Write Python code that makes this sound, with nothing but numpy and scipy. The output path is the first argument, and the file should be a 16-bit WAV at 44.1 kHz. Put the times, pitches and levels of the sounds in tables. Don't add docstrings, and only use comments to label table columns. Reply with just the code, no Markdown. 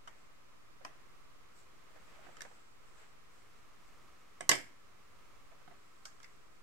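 import sys
import numpy as np
from scipy import signal
from scipy.fft import rfft, irfft, next_fast_len
from scipy.io import wavfile
from scipy.ndimage import uniform_filter1d

SR = 44100
rng = np.random.default_rng(int(sys.argv[2]) if len(sys.argv) > 2 else 0)


def digitize_waveform(pressure):
    field = np.atleast_2d(pressure).T
    bounded = np.clip(field, -1, 1)
    quanta = np.round(bounded * 32767).astype(np.int16)
    wavfile.write(sys.argv[1], SR, quanta)


N = 291942


def undb(db):
    return 10 ** (np.asarray(db) / 20)


def level(x, db):
    return x * undb(db) / np.sqrt(np.mean(x ** 2))


def on_hz(table, hz):
    table_hz, values = np.transpose(table)
    return np.interp(np.log(np.maximum(hz, 1)), np.log(table_hz), values)


def colour(x, table):
    length = x.shape[-1]
    size = next_fast_len(length)
    hz = np.arange(size // 2 + 1) * SR / size
    return irfft(rfft(x, size) * undb(on_hz(table, hz)), size)[..., :length]


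def walk(rate):
    hold = int(SR / rate)
    steps = np.repeat(rng.standard_normal(N // hold + 1), hold)
    slewed = uniform_filter1d(uniform_filter1d(steps, hold), hold)
    return 1.3 * slewed[:N]


# frequency [Hz], density [dB per Hz].
HISS_IN_STEP = [(12, -32), (20, -39), (45, -12.5), (250, -20), (400, -19), (880, -23.5), (1020, -17),
                (1300, -15.5), (1420, -21), (1800, -23), (2150, -22), (2700, -26), (3300, -30),
                (7300, -33.5), (9000, -38), (16000, -43.5)]
# frequency [Hz], density [dB per Hz].
HISS_OUT_OF_STEP = [(12, -63), (20, 16), (37, -20), (68, -13), (98, -1), (123, -11), (310, -13), (434, -11),
                    (499, -18.5), (1090, -13.5), (1400, -17.5), (7310, -30.5), (16000, -39.5)]
# frequency [Hz], left minus right [dB].
HISS_BALANCE = [(60, -2.5), (1290, -2.5), (3000, 0), (8000, -3.5), (15000, 0.3)]
IN_STEP_DB, OUT_OF_STEP_DB = -66.5, -62
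WHINE_HZ, WHINE_DB = 9490, -96


def hiss():
    mid = level(colour(rng.standard_normal(N), HISS_IN_STEP), IN_STEP_DB) * undb(0.79 * walk(3.9))
    side = level(colour(rng.standard_normal(N), HISS_OUT_OF_STEP), OUT_OF_STEP_DB) * undb(.4 * walk(1.6))
    half_balance = np.array(HISS_BALANCE) * [1, .5]
    left = colour(mid + side, half_balance)
    right = colour(mid - side, half_balance * [1, -1])
    whine = undb(WHINE_DB) * np.sin(2 * np.pi * WHINE_HZ * np.arange(N) / SR)
    return np.array([left, right]) + whine


def strokes(rows, spectrum):
    middle_s, length_s, db = np.transpose(rows)[:, :, None]
    position = (np.arange(N) / SR - middle_s) / length_s
    swell = np.cos(np.pi * np.clip(position, -.5, .5))
    noise = level(colour(rng.standard_normal((2, N)), spectrum), 0)
    return noise * np.sum(swell * undb(db), axis=0)


# middle [s], length [s], level before the flutter [dB].
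SWISHES = [(.2, .28, -78), (1.597, 0.13, -68), (2.4, 0.96, -72.5), (2.986, 0.35, -70.5),
           (3.373, .17, -71.5), (3.596, 0.1, -77), (3.87, 0.11, -76.5), (4.205, 0.073, -77.5),
           (6.206, 1.2, -78)]
# frequency [Hz], level [dB].
SWISH_COLOUR = [(2500, -13), (4800, -3), (6500, -4), (7800, 5.5), (9000, -8.5), (13000, -17), (16000, -16)]
# middle [s], length [s], level before the unevenness [dB].
SLIDES = [(.2, 0.37, -69), (.955, .35, -69), (1.997, 0.38, -71), (2.35, 0.77, -64), (2.986, 0.53, -67.5),
          (5.613, 0.62, -75)]
# frequency [Hz], level [dB].
SCRAPE_COLOUR = [(120, -24), (250, -16.5), (650, -10), (1000, -14), (1700, -12), (2600, -17), (6000, -34),
                 (16000, -65)]
SWISH_FLUTTER_DB, SCRAPE_UNEVEN_DB = 1.8, 2


def rustle():
    swishes = strokes(SWISHES, SWISH_COLOUR) * undb(SWISH_FLUTTER_DB * walk(30))
    slides = strokes(SLIDES, SCRAPE_COLOUR) * undb(SCRAPE_UNEVEN_DB * walk(40))
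    return swishes + slides


def ring(modes, t):
    hz, db, t60 = (column[:, None] for column in np.transpose(modes))
    waves = np.sin(2 * np.pi * np.minimum(hz, SR / 2.2) * t)
    y = np.sum(undb(db) * waves * 1000 ** (-t / t60), axis=0)
    return y / np.sqrt(np.sum(y ** 2))


def chatter_burst(rise_ms, chatter_ms):
    ms = np.arange(2048) / SR * 1000
    chance = rng.standard_normal((4, 2048))
    uneven = chance[:3] * undb(5.6 * chance[3])
    fade = np.exp(-ms / max(chatter_ms, .2))
    chatter = uneven * np.minimum(ms / max(rise_ms, .05), 1) * fade
    strike = undb(STRIKE_DB) / max(rise_ms, .5) * np.exp(-rise_ms / max(chatter_ms, .2))
    chatter[:, int(rise_ms * SR / 1000)] += strike
    return chatter


# frequency [Hz], level [dB], decay by 60 dB [s].
DESK_MODES = [(117, -35.5, 0.18), (166.4, -4.5, 0.2), (221, -13, 0.29), (299.6, -1, 0.1),
              (378, -1.5, 0.098), (508.4, -14, 0.22), (616, -11.5, 0.084), (714, 3.5, 0.057)]
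STRIKE_DB = 17.5
CRACK_CYCLES = 3
ROOM_BLUR = .3


def add_contact(out, row, modes, wet_db):
    s, db, pan_db, thud_db, crack_db, crack_hz, rise_ms, chatter_ms = row
    t = np.arange(SR // 4) / SR
    crack_ring = ring([(crack_hz, 0, CRACK_CYCLES / crack_hz)], t)
    crack = np.gradient(crack_ring) * SR / (2 * np.pi * crack_hz)
    rest = undb(thud_db) * ring(DESK_MODES, t) + undb(crack_db) * crack
    plastic = ring(modes, t)
    blurred = ring(np.array(modes) * [1, 1, ROOM_BLUR], t)
    bodies = rest + np.array([plastic, plastic, blurred])
    y = signal.fftconvolve(chatter_burst(rise_ms, chatter_ms), bodies, axes=1)
    y /= np.sqrt(np.max(uniform_filter1d(np.mean(y ** 2, axis=0), size=128)))
    y *= undb(db + np.array([[pan_db / 2], [-pan_db / 2], [wet_db]]))
    start = int(s * SR)
    out[:, start:start + y.shape[1]] += y[:, :N - start]


# start [s], level before the capsules [dB],
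# left minus right before the shading [dB], desk thud [dB], crack [dB], rise [ms], main ring [Hz].
CASE_TAPS = [(.0725, -48.5, 2.5, -18, -9, 5.5, 1260), (.808, -57, -4, -7, -31, 9.3, 557),
             (.848, -39.5, 5.5, -1, -8.5, 1.26, 1036), (1.952, -60.5, -7, -12, -14, 17, 663),
             (2.184, -61.5, -10, -11, -16, 17, 660), (2.261, -60.5, -9, 13, -28, 8.2, 1580),
             (2.283, -61, -20, -4, -22, 8.1, 534), (2.3685, -51, -1, -26, -7.5, 0.55, 1270),
             (2.407, -44.5, 1, -24, 1.5, 0.45, 1770), (2.4184, -44, -5, -6, 1, 0.77, 1740),
             (2.449, -49.5, -8, -15, -17, 3, 573), (2.51, -59.5, -5, -14, -25, 5.4, 680),
             (5.511, -58.5, 1, -12, -18, 13, 713), (5.614, -63, 1, -10, -17, 3, 510),
             (5.676, -52.5, -6.5, 7.5, -25, 3.1, 1270), (5.708, -57.5, -6, 2, -22, 6.6, 700),
             (6.053, -44, -1, -30, 3.5, 0.97, 1390), (6.201, -58, 2, -9, -5, 0.98, 1350),
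             (6.229, -57.5, -1, -17, 3, 2.9, 1760), (6.242, -55, -2, -24, -5, 2, 2180)]
# multiple of the main ring [ratio], level [dB], decay by 60 dB [s].
CASE_MODES = [(1, 10.5, 0.022), (1.2, 5, 0.018), (1.62, 0, 0.018), (2.4, 4.5, 0.009), (2.85, -5.5, 0.014)]
CASE_CHATTER_MS, CHATTER_PER_RISE = 2.33, 0.53
CASE_CRACK_HZ, CASE_WET_DB = 5450, -4


def case_taps(out):
    for *row, rise_ms, ring_hz in CASE_TAPS:
        chatter_ms = CASE_CHATTER_MS + CHATTER_PER_RISE * rise_ms
        modes = np.array(CASE_MODES) * [ring_hz, 1, 1]
        add_contact(out, (*row, CASE_CRACK_HZ, rise_ms, chatter_ms), modes, CASE_WET_DB)


# start [s], level before the capsules [dB], left minus right before the shading [dB].
PALETTE_HITS = [(4.407, -37, -1), (4.492, -17.5, -2.5), (4.5145, -22, -3.5), (4.534, -37, -7),
                (4.552, -35.5, -2), (4.576, -47.5, -5)]
# frequency [Hz], level [dB], decay by 60 dB [s].
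PALETTE_MODES = [(710, -4, 0.04), (925, -2.5, 0.031), (1105, 2, 0.036), (1272, 0, 0.018),
                 (1705, 0.5, 0.025), (2038, 3.5, 0.029), (2350, -13, 0.011), (3030, -3, 0.019),
                 (3580, -6.5, 0.0087), (3780, -3, 0.008), (5000, -10.5, 0.014), (5640, -1, 0.0073),
                 (6000, -2, 0.019), (7000, 1.5, 0.0054), (7400, -3.5, 0.0047), (8090, 10, 0.0065)]
HARD_DB = -17.5
HARD_THUD_DB, THUD_PER_DB = -9, -.5
HARD_CRACK_DB, CRACK_PER_DB = 3, 2.3
HARD_CRACK_HZ, CRACK_OCTAVES_PER_DB = 7700, 0.51
PALETTE_RISE_MS, PALETTE_CHATTER_MS, PALETTE_WET_DB = .8, 3.1, -2.2


def palette_hits(out):
    for s, db, pan_db in PALETTE_HITS:
        force_db = db - HARD_DB
        thud_db = HARD_THUD_DB + THUD_PER_DB * force_db
        crack_db = HARD_CRACK_DB + CRACK_PER_DB * force_db
        crack_hz = HARD_CRACK_HZ * 2 ** (CRACK_OCTAVES_PER_DB * force_db)
        row = (s, db, pan_db, thud_db, crack_db, crack_hz, PALETTE_RISE_MS, PALETTE_CHATTER_MS)
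        add_contact(out, row, PALETTE_MODES, PALETTE_WET_DB)


# frequency [Hz], decay by 60 dB [s].
ROOM_T60 = [(150, 0.58), (500, 0.27), (1300, 0.33), (2100, 0.36), (4000, 0.27), (12000, 0.31)]
ROOM_DB, ROOM_GAP_MS = 0, 2.96
DESK_ECHO_DB, DESK_ECHO_T60_S = 6, 0.096


def room(x):
    t = np.arange(SR // 2) / SR
    tail = 0
    for hz in 63 * 2. ** np.arange(9):
        octave = [(hz / 2, -30), (hz / 1.3, 0), (hz * 1.3, 0), (hz * 2, -30)]
        band = colour(rng.standard_normal((2, len(t))), octave)
        tail = tail + band * 1000 ** (-t / on_hz(ROOM_T60, hz))
    tail = tail * (1 + undb(DESK_ECHO_DB) * 1000 ** (-t / DESK_ECHO_T60_S))
    tail = tail * np.minimum(t * 1000 / ROOM_GAP_MS, 1) ** 2
    tail = tail * undb(ROOM_DB) / np.sqrt(np.sum(tail ** 2) / 2)
    return signal.fftconvolve(x, tail, axes=1)[:, :N]


# frequency [Hz], level [dB].
DESK_NOTCH = [(3100, 0.74), (3900, -5), (4800, -0.04)]
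# frequency [Hz], level [dB].
CAPSULE = [(40, -13), (150, -8.5), (400, 0), (3000, 7), (8500, 4), (10000, -3), (12000, -0.5), (14000, -7),
           (15500, -24)]
# frequency [Hz], level [dB].
FAR_SIDE = [(100, -14), (600, -10), (1200, -5), (2200, 1.5), (5500, -0.5), (8000, -24), (13000, -9)]
FAR_LAG_MS = .55


def pick_up(contacts):
    near_left, near_right, to_room = colour(colour(contacts, DESK_NOTCH), CAPSULE)
    wet = room(np.tile(to_room, (2, 1)))
    lag = int(FAR_LAG_MS * SR / 1000)
    direct_left = np.roll(colour(near_left, FAR_SIDE), lag)
    room_left = colour(wet[0], np.array(FAR_SIDE) * [1, .6])
    return np.array([direct_left + room_left, near_right + wet[1]])


def scene():
    contacts = np.zeros((3, N))
    palette_hits(contacts)
    case_taps(contacts)
    return pick_up(contacts) + rustle() + hiss()


TOP_HZ, OFFSET = 15750, -.0015


def record(dry):
    sos = signal.ellip(10, .2, 70, TOP_HZ, fs=SR, output="sos")
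    return signal.sosfilt(sos, dry) + OFFSET


dry = scene()
out = record(dry)
digitize_waveform(out)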